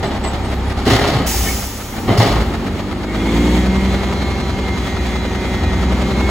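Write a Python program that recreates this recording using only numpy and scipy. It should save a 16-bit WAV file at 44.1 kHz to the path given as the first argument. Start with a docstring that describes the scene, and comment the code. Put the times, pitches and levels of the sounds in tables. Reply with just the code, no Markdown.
"""On a street, an idling refuse truck pushes its forks into a steel dumpster, then lifts it.
The dumpster's walls bang and boom as damped modes in a wash of decaying noise, and its fittings clink.
Dry pivots squeak by stick-slip early on, and the air brake vents a burst of turbulence.
The six-cylinder diesel, harmonics and noise locked to its firings, then speeds up;
the hydraulic pump follows as a whine of stroke harmonics filtered by the pipework."""
import sys
import numpy as np
from scipy import signal
from scipy.fft import rfft, irfft, next_fast_len
from scipy.io import wavfile
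from scipy.ndimage import uniform_filter1d

SR = 44100
rng = np.random.default_rng(int(sys.argv[2]) if len(sys.argv) > 2 else 0)


def unload_audio(sound):
    """Save the sound as a 16-bit wav file, at the path given as the first command line argument."""
    columns = np.transpose(np.atleast_2d(sound))
    # keep every value between -1 and 1, then stretch to whole-number steps
    steps = np.round(np.clip(columns, -1, 1) * 32767)
    wavfile.write(sys.argv[1], SR, steps.astype(np.int16))


N = 277826
SIZE = next_fast_len(N)  # transform length, samples
TIME, FREQS = np.arange(N) / SR, np.fft.rfftfreq(SIZE, 1 / SR)  # s, Hz

# mean firing rate, from idle to the lift: [t/s, firing rate f/Hz]
FIRING_RATE = [(0, 33.3), (.8, 32.5), (1.5, 32.4), (1.8, 34.5), (2.05, 38.7), (2.45, 45.3), (3, 50.7),
               (3.2, 53.7), (3.4, 58.6), (3.55, 61.8), (3.7, 63.8), (4, 65), (4.35, 65.35), (4.9, 62.95),
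               (5.55, 62.4), (5.85, 62.95), (6.3, 66.3)]
# how hard the engine works: [t/s, load level/dB]
ENGINE_LOAD = [(0, -1), (.75, 0), (1.5, -2), (2.55, 0), (3.05, -2.5), (3.3, 0.5), (3.95, 1), (4.7, -0.5),
               (5.35, -0.5), (6.3, 2)]
# relative response of the muffler to the firing harmonics: [f/Hz, level/dB]
MUFFLER_RESPONSE = [(20, -25), (33, -10), (48, -6), (63, 1), (80, -17), (100, -7), (135, -14), (200, -17.5)]
# relative spectrum of the engine's low rumble: [f/Hz, level/dB]
RUMBLE_SPECTRUM = [(15, -42), (25, -26), (35, -17), (48, 0), (58, -2), (85, 2.5), (120, -9), (160, -9.5),
                   (300, -14), (800, -69)]
# relative response of the engine block to the growl lines: [f/Hz, level/dB]
BLOCK_RESPONSE = [(60, -11), (110, -16), (150, -2), (195, 4.5), (230, 9), (300, 0), (325, -9), (352, 8.5),
                  (380, 3), (410, -1), (450, -9), (540, -6.5), (680, -18), (790, -8), (1100, -25)]
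# relative spectrum of the combustion knock: [f/Hz, level/dB]
KNOCK_SPECTRUM = [(60, -21), (135, -3.5), (180, 6), (260, 0), (400, 1), (500, 0), (800, -2), (1050, -5),
                  (1250, -2), (1550, -9.5), (2100, -7), (2600, -13), (4000, -13.5), (6000, -24.5),
                  (16000, -39)]
# relative spectrum of loose parts chattering at low speed: [f/Hz, level/dB]
CHATTER_SPECTRUM = [(500, -41), (700, -29), (770, 15.5), (860, 7.5), (930, 10.5), (1100, -35), (1190, 7.5),
                    (1350, -24), (1850, -2.5), (2020, -6), (2300, -32), (5000, -62)]
# relative response of the exhaust stack: [f/Hz, level/dB]
STACK_RESPONSE = [(100, -40), (150, -17), (170, 3), (200, 13.5), (240, 5), (300, 10.5), (365, 0.5),
                  (410, -6), (500, -6), (620, -13)]
# relative strength of a pump harmonic by pitch: [f/Hz, level/dB]
WHINE_RESPONSE = [(380, -1.5), (570, -13), (770, -3), (1150, -9), (1350, -14), (1700, -11), (2300, -13),
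                  (2700, -22), (3100, -15), (3700, -18), (4500, -17), (5000, -22), (5350, -29), (5750, -21),
                  (6000, -26), (6250, -21), (7000, -22)]
# resonances of the valve block: [f/Hz, width/Hz, level/dB]
VALVE_RESONANCES = [(1875, 40, -2.5), (2062, 36, -1), (2111, 30, 0), (2182, 43, 5.5), (2435, 32, -5),
                    (3390, 55, -5.5), (6210, 130, -24)]
# relative spectrum of oil rushing through the valves: [f/Hz, level/dB]
OIL_SPECTRUM = [(500, 9), (1500, -2.5), (2200, 11.5), (2600, -1), (3300, 6.5), (5200, -7), (7000, -4),
                (10000, -12.5), (12500, -14.5), (15500, -15.5)]
# forks and dumpster colliding:
# [t/s, level/dB, brightness/(dB per octave), ring-time factor, pitch of the struck part f/Hz]
COLLISIONS = [(0.027, -20, 0, 0.51, 766), (0.109, -22.5, -1, 0.38, 796), (.237, -21.5, .5, 0.4, 850),
              (.339, -22.5, -2, 0.2, 600), (.445, -28.5, 1.5, 0.21, 800), (.771, -28, 2.5, 0.76, 780),
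              (0.853, -26, 4, 0.69, 700), (.862, -18.5, 3, .99, 400), (.868, -15.5, -2.5, 0.63, 290),
              (.901, -16, 3.5, 1, 1980), (.931, -16, 1, 0.62, 390), (.962, -21, -0.5, 0.45, 1100),
              (0.992, -19, -4, 0.37, 400), (1.014, -17, 1, 1, 290), (1.071, -21.5, 3, 1, 418),
              (1.132, -20.5, 1, 0.79, 400), (1.184, -25, 1, 0.44, 274), (1.2, -21.5, -5, 0.51, 233),
              (1.46, -27, -0.5, 1, 320), (2.077, -17.5, -2, 0.33, 2000), (2.089, -14.5, -2.5, 0.45, 680),
              (2.106, -22.5, 0, .4, 710), (2.146, -22, -0.5, 0.65, 452), (2.174, -21.5, 6.5, 1, 5150),
              (2.2, -13.5, 1, 0.69, 840), (2.222, -15.5, -2.5, 0.45, 645), (2.262, -19.5, 1.5, 0.92, 835),
              (2.312, -25, 1.5, .4, 950), (2.356, -17.5, -1, 0.32, 1140), (2.401, -26.5, 2.5, 0.38, 800),
              (3.143, -25, -2, 0.27, 800)]
# relative spectrum of the struck sheet steel: [f/Hz, level/dB]
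STEEL_SPECTRUM = [(25, -28), (60, -17), (110, 3.5), (170, 2.5), (290, -2), (500, -2), (800, -3),
                  (1300, -10), (2200, -13.5), (4200, -13.5), (6000, -24.5), (10000, -35), (16000, -43)]
# decay of the steel wash, before each blow's ring-time factor: [f/Hz, t60/s]
STEEL_DECAY = [(60, 1), (300, 1), (1000, 0.88), (4000, 0.57), (8000, 0.58), (16000, 0.82)]
# modes of the dumpster walls, before each blow's strain and ring-time factor:
# [f/Hz, relative level/dB, t60/s]
WALL_MODES = [(112.6, 13.5, 0.84), (147.4, 12.5, 0.51), (218, 13.5, 0.17), (273.7, 14, 0.42), (332, 6, 1),
              (400, 13.5, 0.67), (680, 11, 0.21), (738, 7, 0.8), (785, 5, .7), (880, -9, 0.59),
              (1110, -3, 0.66), (1252, 3.5, 0.94), (1900, 4.5, 0.45), (1973, -4.5, 1), (2110, 4.5, 0.63),
              (2770, -2, 0.47), (3040, 1, .7), (3890, -5, .7)]
# the steel walls flexing: [t/s, f/Hz, peak level/dB, swell time/s]
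WALL_BOOMS = [(.866, 277, -16.5, 0.034), (.866, 327, -14, 0.011), (0.903, 116, -18, 0.033),
              (.93, 414, -26, 0.026), (1.142, 125, -12.5, 0.011), (1.248, 57.7, -17, 0.12),
              (2.088, 110, -9.5, 0.011), (2.183, 108, -4, 0.011), (2.301, 56.3, -13.5, 0.08),
              (5.6, 83.5, -15, 0.034)]
# dry pivots slipping: [t/s, length/s, central f/Hz, relative level/dB]
PIVOT_SQUEAKS = [(0.027, .09, 7800, -48), (0.213, 0.12, 7750, -35.5), (0.227, 0.063, 2000, -33),
                 (0.39, 0.17, 8300, -50), (0.465, .16, 12200, -54), (.62, 0.15, 10200, -54),
                 (1.435, 0.12, 2200, -29), (1.446, 0.065, 1786, -32), (1.45, .055, 3000, -35)]
# relative spectrum of the escaping brake air: [f/Hz, level/dB]
AIR_SPECTRUM = [(500, -27), (2000, -6.5), (4000, -7.5), (5500, -3), (7200, -5.5), (10000, -9),
                (12300, -8.5), (15000, -6.5), (16000, -8.5)]
# correlation of noise between the two channels: [f/Hz, likeness/(0-1)]
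CHANNEL_LIKENESS = [(60, 0.94), (300, 0.86), (600, 0.84), (1200, 0.8), (2400, 0.48), (4500, 0.082),
                    (7000, 1), (16000, 1)]
# phase between the two channels: [f/Hz, phase/rad]
CHANNEL_PHASE = [(0, 0), (2500, 0), (3800, 1.1), (5200, 1.6), (6500, 0), (7100, 0), (9000, 3.1),
                 (11100, 6.3), (13100, 9.4), (15200, 12.6)]

# voices of the engine: (idle dB, dB per doubling of speed, share of the load, added dB in the lull)
THROB_LAW = (-22, -1, 3, -2.5)
RUMBLE_LAW = (-26.5, 3, 1, -10.5)
GROWL_LAW = (-28, 2, 1.55, -9)
CLATTER_LAW = (-26.5, 0.54, 1.07, -4)
CHATTER_LAW = (-31.5, -10, 2, -8)
# envelopes: (start s, attack s, hold s, release s)
LULL = (1.53, 0.18, 0.15, 0.15)  # the engine goes soft just before it speeds up
HEAVE = (2.974, 0.37, 0.23, 0.17)  # the arms take the full weight of the dumpster
SURGE = (3.5, 0.19, .33, 0.18)  # the oil pressure overshoots and the pump hums
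BLAST = (1.26, 0.015, 0.21, 0.24)  # the air brake dumps its pressure

IDLE_HZ = 33  # reference firing rate of the laws
LINE_PHASE = rng.random(size=720)  # turns, one for each harmonic of the six-cylinder cycle
HEAVE_THROB_DB = 2.5
CYLINDER_SPREAD_DB, JOLT_SPREAD_DB = 7.2, 6  # rms over cylinders; half the full range over jolts
ROAR_DB, RUN_UP_DB, HEAVE_ROAR_DB = -47, 14.5, 15.5  # steady speed; added by throttle; added in the heave
RUN_UP_HZ_PER_S = 4.5  # gain of firing rate at full throttle

STROKES_PER_FIRING = 3
SHAFT_TWIST = 0.003  # winding of the pump shaft, firing periods rms
LIFT_S, LIFT_RISE_S, WHINE_RISE_S = 3.045, 0.23, 0.063  # the lift valve opens and stays open
# levels before the load and heave terms
OIL_REST_DB, OIL_LIFT_DB, HEAVE_OIL_DB = -41, -35, 7
WHINE_REST_DB, WHINE_LIFT_DB, HEAVE_WHINE_DB = -50.5, -35, -0.5
WHINE_LOAD_SHARE, OIL_LOAD_SHARE = 0.41, 0.28  # how closely the pump follows the load
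WHINE_RIPPLE_DB = 4  # greatest deviation either way
SINGING_HARMONIC, SINGING_DB = 21, 8  # this pump harmonic is raised; it reaches about 4 kHz
# a body resonance that the pump strokes sweep through
HUM_HZ, HUM_WIDTH_HZ, HUM_DB, HUM_SURGE_DB = 191, 2.4, -32, 13

# many small resonances of the box, the same for every blow
STEEL_RIPPLE = 2 * rng.random(size=(513, 1)) - 1
STEEL_RIPPLE_DB = 5  # greatest deviation either way
# loose fittings: gain, mean taps per second of each, ring and shake-decay times
CLINK_DB, CLINKS_PER_S, CLINK_T60, SHAKE_S = -17, 45, 0.086, .03
CLINK_RANGE_HZ = (649, 5230)
BLAST_DB, BLEED_DB, BLEED_DB_PER_S = -31, -21, 20.5  # bleed level at its start, then its fall
EDGE_HZ = 15900  # band limit


def amp(db):
    """A level in decibels is twenty times the logarithm of the amplitude gain."""
    return 10 ** (np.asarray(db) / 20)


def unit(x):
    """Normalisation by root mean square makes the mean power 1."""
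    return x / np.sqrt(np.mean(x ** 2) + 1e-20)


def at_hz(points, hz):
    """A spectrum is interpolated on a logarithmic frequency axis."""
    f, value = np.transpose(points)
    return np.interp(np.log(hz + 1), np.log(f + 1), value)


def curves(rows):
    """A slowly varying quantity is interpolated linearly in time, column by column."""
    s, *columns = np.transpose(rows)
    return [np.interp(TIME, s, c) for c in columns]


def ramp(start, rise):
    """A linear transition goes from 0 to 1 and stays there."""
    return np.clip((TIME - start) / rise, 0, 1)


def envelope(start, attack, hold, release):
    """The difference of two ramps rises to 1, holds and falls back to 0."""
    return ramp(start, attack) - ramp(start + attack + hold, release)


def drift(rate_hz):
    """Low-passed Gaussian noise gives slow random motion of rms 1."""
    spectrum = rfft(rng.standard_normal(SIZE)) / (1 + (FREQS / rate_hz) ** 4)
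    return unit(irfft(spectrum, SIZE)[:N])


def spread(z, hz):
    """Sum and difference of two independent spectra set their correlation at each frequency."""
    same = np.clip(at_hz(CHANNEL_LIKENESS, hz), 0, 1)
    mid, side = z[0] * np.sqrt(1 + same), z[1] * np.sqrt(1 - same)
    return np.array([mid + side, mid - side])


def uneven_colour():
    """A random ripple, new for each noise, makes the gain uneven over frequency."""
    knots = np.arange(0, SR / 2, 28)
    ripple_db = rng.uniform(-5.5, 5.5, len(knots))
    # the ripple grows from nothing at 0 Hz to its full range at 4500 Hz
    return amp(np.interp(FREQS, knots, ripple_db) * np.minimum(FREQS / 4500, 1))


def noise(spectrum, gate=1):
    """Turbulence is broadband noise, here gated in time and then coloured, in stereo."""
    z = rfft(rng.standard_normal((2, N)) * gate, SIZE)
    coloured = spread(z, FREQS) * amp(at_hz(spectrum, FREQS)) * uneven_colour()
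    return unit(irfft(coloured, SIZE)[:, :N])


def partial(multiple, firings, flutter):
    """A harmonic locked to the firings flutters in strength and phase through two quadratures."""
    knots = np.linspace(0, TIME[-1], 110)
    in_phase, quadrature = (np.interp(TIME, knots, k) for k in rng.standard_normal((2, len(knots))))
    phase = LINE_PHASE[round(6 * multiple) % len(LINE_PHASE)]
    angle = (2 * np.pi * ((multiple * firings + phase) % 1)).astype(np.float32)
    return (1 + flutter * in_phase) * np.cos(angle) + flutter * quadrature * np.sin(angle)


def engine_level(law, firing_hz):
    """The level of an engine voice follows the logarithm of speed, plus load and lull terms."""
    idle_db, speed_db, load_share, lull_db = law
    running_db = idle_db + speed_db * np.log2(firing_hz / IDLE_HZ)
    return running_db + load_share * curves(ENGINE_LOAD)[0] + lull_db * envelope(*LULL)


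def engine_throb(firing_hz, firings):
    """Periodic exhaust pulses excite the muffler at the first three firing harmonics."""
    throb = np.zeros(N)
    for k in range(1, 4):
        throb += amp(at_hz(MUFFLER_RESPONSE, k * firing_hz)) * partial(k, firings, flutter=.16)
    level_db = engine_level(THROB_LAW, firing_hz) + HEAVE_THROB_DB * envelope(*HEAVE)
    return amp(level_db) * unit(throb)


def engine_growl(firing_hz, firings):
    """Unequal cylinders break the symmetry of the cycle and add lines at sixths of the firing rate."""
    growl = np.zeros(N)
    idling_db = np.interp(firing_hz, [35, 60], [-9, 0])
    for k in range(12, 100):
        if k % 6 == 0:
            uneven_db = 0  # a true firing harmonic
        else:
            order_db = -1 if k % 2 == 0 else -7 if k < 38 else -2
            uneven_db = idling_db + order_db + rng.uniform(-2, 2)
        block_db = np.interp(k * firing_hz / 6, *np.transpose(BLOCK_RESPONSE))
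        growl += amp(uneven_db + block_db) * partial(k / 6, firings, flutter=.22)
    return amp(engine_level(GROWL_LAW, firing_hz)) * unit(growl)


def engine_clatter(firing_hz, firings):
    """Impulsive combustion modulates noise: each firing knocks in the block and jolts loose parts."""
    firing, since_firing = firings.astype(int), firings % 1  # count; firing periods
    cylinder_db = CYLINDER_SPREAD_DB * rng.standard_normal(size=6)
    knock = 4.4 + amp(cylinder_db[firing % 6]) * np.exp(-since_firing / 3.6)
    jolt_db = JOLT_SPREAD_DB * (2 * rng.random(size=400)[firing] - 0.5)
    jolt = 0.37 + amp(jolt_db) * np.exp(-since_firing / 0.36)
    clatter = amp(engine_level(CLATTER_LAW, firing_hz)) * noise(KNOCK_SPECTRUM, knock)
    return clatter + amp(engine_level(CHATTER_LAW, firing_hz)) * noise(CHATTER_SPECTRUM, jolt)


def diesel(firing_hz, firings):
    """Superposition joins throb, growl and clatter with a rumble of low-frequency noise."""
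    rumble = amp(engine_level(RUMBLE_LAW, firing_hz)) * noise(RUMBLE_SPECTRUM)
    tones = engine_throb(firing_hz, firings) + engine_growl(firing_hz, firings)
    return tones + rumble + engine_clatter(firing_hz, firings)


def exhaust_roar(firing_hz, firings, uneven_db=-9, gas_db=-16):
    """Harmonics of the firings and the crankshaft sweep through the resonances of the stack."""
    roar = np.zeros(N)
    for k in np.arange(6, 31) / 3:  # three firings a turn of the crankshaft
        line_db = at_hz(STACK_RESPONSE, k * firing_hz) + uneven_db * (k % 1 > 0)
        roar += amp(line_db) * partial(k, firings, flutter=.15)
    gas = noise(STACK_RESPONSE + [(3000, -60)])
    gain_of_speed = uniform_filter1d(np.gradient(firing_hz) * SR, size=8000)  # Hz per s
    throttle = np.clip(gain_of_speed / RUN_UP_HZ_PER_S, 0, 1) * (1 - envelope(*LULL))
    level_db = ROAR_DB + RUN_UP_DB * throttle + HEAVE_ROAR_DB * envelope(*HEAVE)
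    return amp(level_db) * (unit(roar) + amp(gas_db) * gas)


def hydraulic_levels(stroke_hz):
    """Whine and oil hiss rise as the lift valve opens; hum follows a resonance and a pressure surge."""
    resonance_db = -10 * np.log10(1 + (2 * (stroke_hz - HUM_HZ) / HUM_WIDTH_HZ) ** 2)
    hum_db = HUM_DB + resonance_db + HUM_SURGE_DB * envelope(*SURGE)
    heave, load_db = envelope(*HEAVE), curves(ENGINE_LOAD)[0]
    whine_db = WHINE_REST_DB + (WHINE_LIFT_DB - WHINE_REST_DB) * ramp(LIFT_S, WHINE_RISE_S)
    whine_db = whine_db + HEAVE_WHINE_DB * heave + WHINE_LOAD_SHARE * load_db
    oil_db = OIL_REST_DB + (OIL_LIFT_DB - OIL_REST_DB) * ramp(LIFT_S, LIFT_RISE_S)
    oil_db = oil_db + HEAVE_OIL_DB * heave + OIL_LOAD_SHARE * load_db
    return hum_db, whine_db, oil_db


def pipework(hz):
    """Valves and pipes filter the strokes: a few strong resonances over many small, uneven ones."""
    knots = np.arange(0, hz[-1], 45)
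    ripple_db = np.interp(hz, knots, 2 * rng.random(len(knots)) - 1) * WHINE_RIPPLE_DB
    peaks = sum(amp(db) / (1 + (2 * (hz - centre) / width) ** 2) for centre, width, db in VALVE_RESONANCES)
    return np.hypot(amp(at_hz(WHINE_RESPONSE, hz) + ripple_db), peaks)


def hydraulics(firing_hz, firings):
    """Pump-stroke harmonics flare as they sweep through pipework resonances; oil flow adds turbulence."""
    stroke_hz = STROKES_PER_FIRING * firing_hz
    hum_db, whine_db, oil_db = hydraulic_levels(stroke_hz)
    pump = firings + SHAFT_TWIST * drift(10.8)
    hz = np.arange(0, 8000, 4)
    response, pressure = pipework(hz), ramp(LIFT_S, 0.26)
    whine = np.zeros((2, N))
    for k in range(2, 37):
        line = partial(k * STROKES_PER_FIRING, pump, flutter=.36 + .01 * k)
        line *= np.interp(k * stroke_hz, hz, response)
        if k > 15:
            line *= pressure  # the strokes turn sharp only under full pressure
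        if k == SINGING_HARMONIC:
            line *= amp(SINGING_DB)
        balance = 1 + rng.uniform(-.3, .3) * np.array([1, -1])
        whine += np.outer(balance, line)
    hum = amp(hum_db) * unit(partial(STROKES_PER_FIRING, pump, flutter=0.18))
    oil = amp(oil_db + 2.0 * drift(6.4)) * noise(OIL_SPECTRUM)
    return hum + amp(whine_db) * whine + oil


def add(mix, s, sound):
    """Linear superposition mixes in a sound at a given time."""
    part = mix[:, max(round(s * SR), 0):][:, :sound.shape[-1]]
    part += sound[..., :part.shape[1]]


def steel_wash(bright_db, ring, part_hz, part_db=6, part_octaves=0.21, grind_s=0.0073):
    """Dense modes of sheet steel act as noise with frequency-dependent decay, strongest near the part."""
    hz, t, z = signal.stft(rng.standard_normal((2, SR)), SR, nperseg=1024)
    hz = hz[:, None]
    struck_db = part_db * np.exp(-(np.log2((hz + 1) / part_hz) / part_octaves) ** 2)
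    tilt_db = bright_db * np.log2((hz + 20) / 500)
    colour = amp(at_hz(STEEL_SPECTRUM, hz) + struck_db + STEEL_RIPPLE_DB * STEEL_RIPPLE + tilt_db)
    z = spread(z, hz) * colour / np.sqrt(2 * np.mean(colour ** 2))
    # the contact grinds briefly before the decay begins
    decay = np.exp(-np.log(1000) * np.maximum(t - grind_s, 0) / (ring * at_hz(STEEL_DECAY, hz)))
    return signal.istft(z * decay, SR, nperseg=1024)[1][:, :SR]


def wall_modes(ring):
    """A struck panel vibrates in its normal modes, each a sine that decays exponentially."""
    t, modes = TIME[:SR], np.zeros(SR)
    for mode_hz, db, t60 in WALL_MODES:
        # each blow finds the loose walls under a different strain
        strained_hz = mode_hz * rng.uniform(.975, 1.025)
        decay = np.exp(-np.log(1000) * t / (ring * t60))
        modes += amp(db) * decay * np.sin(2 * np.pi * (strained_hz * t + rng.random()))
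    return modes / np.sqrt(len(WALL_MODES))


def blow(bright_db, ring, part_hz, panels_db=-5, rise=0.0013, rattle_db=2):
    """An impact excites a few strong panel modes within a dense, rattling wash of others."""
    wash = steel_wash(bright_db, ring, part_hz)
    rattle = amp(rattle_db * unit(uniform_filter1d(rng.standard_normal(SR), size=200)))
    onset = 1 - np.exp(-TIME[:SR] / rise)
    return (wash * rattle + amp(panels_db) * wall_modes(ring)) * onset


def fittings(box, count=10):
    """Shaking taps hinges, casters and latches at random; each clinks in its own decaying modes."""
    keep = np.exp(-1 / (SHAKE_S * SR))
    shake = np.sqrt(signal.lfilter([1 - keep], [1, -keep], box[0] ** 2 + 1e-14))
    t, out = TIME[:SR // 4], np.zeros((2, N))
    for _ in range(count):
        hz = np.exp(rng.uniform(*np.log(CLINK_RANGE_HZ), size=(8, 1)))
        mode_gains = rng.normal(1, .5, size=(2, 8))
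        clink = mode_gains @ np.sin(2 * np.pi * hz * t) * np.exp(-np.log(1000) * t / CLINK_T60)
        tapped = rng.random(N) < CLINKS_PER_S / SR
        taps = shake * tapped * np.sqrt(SR / CLINKS_PER_S / count)
        out += signal.oaconvolve(taps[None], clink / np.linalg.norm(clink[0]), axes=1)[:, :N]
    return amp(CLINK_DB) * out


def dumpster():
    """Fork impacts ring the box and shake its fittings; flexing walls boom in swelling, decaying sines."""
    out, t = np.zeros((2, N)), TIME[:SR]
    for s, db, bright_db, ring, part_hz in COLLISIONS:
        add(out, s, amp(db) * blow(bright_db, ring, part_hz))
    out += fittings(out)
    for s, hz, db, swell in WALL_BOOMS:
        shape = t / swell * np.exp(1 - t / swell)  # peaks at 1 after the swell time
        add(out, s, amp(db) * shape * np.sin(2 * np.pi * hz * t))
    return out


def pivots(waver_hz=24):
    """Stick-slip friction squeaks briefly, with an unsteady pitch and a grip that comes and goes."""
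    out = np.zeros((2, N))
    for s, length, hz, db in PIVOT_SQUEAKS:
        count = int(length * SR)
        cycles = np.cumsum(hz + waver_hz * drift(140)[:count]) / SR
        grip = unit(amp(4.5 * drift(110)[:count]))
        add(out, s, 2 * amp(db) * np.hanning(count) * grip * np.sin(2 * np.pi * cycles))
    return out


def air_brake():
    """Escaping air is turbulent: a valve snaps open with a blast and the rest bleeds away exponentially."""
    start, attack = BLAST[:2]
    bleed = ramp(start, attack) * amp(BLEED_DB - BLEED_DB_PER_S * (TIME - start))
    return (amp(BLAST_DB) * envelope(*BLAST) + bleed) * noise(AIR_SPECTRUM)


def scene():
    """By superposition, one crankshaft drives engine and pump and the other sources are added."""
    firing_hz, = curves(FIRING_RATE)
    firings = np.cumsum(firing_hz * (1 + .0008 * drift(8))) / SR  # running count
    truck = diesel(firing_hz, firings) + exhaust_roar(firing_hz, firings) + hydraulics(firing_hz, firings)
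    return truck + dumpster() + pivots() + air_brake()


def record(dry):
    """Phase separates the channels in the treble, saturation rounds peaks, and a low-pass limits the band."""
    half_phase = .5j * np.outer([1, -1], at_hz(CHANNEL_PHASE, FREQS))
    phased = irfft(rfft(dry, SIZE) * np.exp(half_phase), SIZE)[:, :N]
    rounded = phased / (1 + phased ** 6) ** (1 / 6)
    low_pass = signal.firwin(511, EDGE_HZ, window=("kaiser", 9), fs=SR)
    return signal.oaconvolve(rounded, low_pass[None], "same")


dry = scene()
out = record(dry)
unload_audio(out)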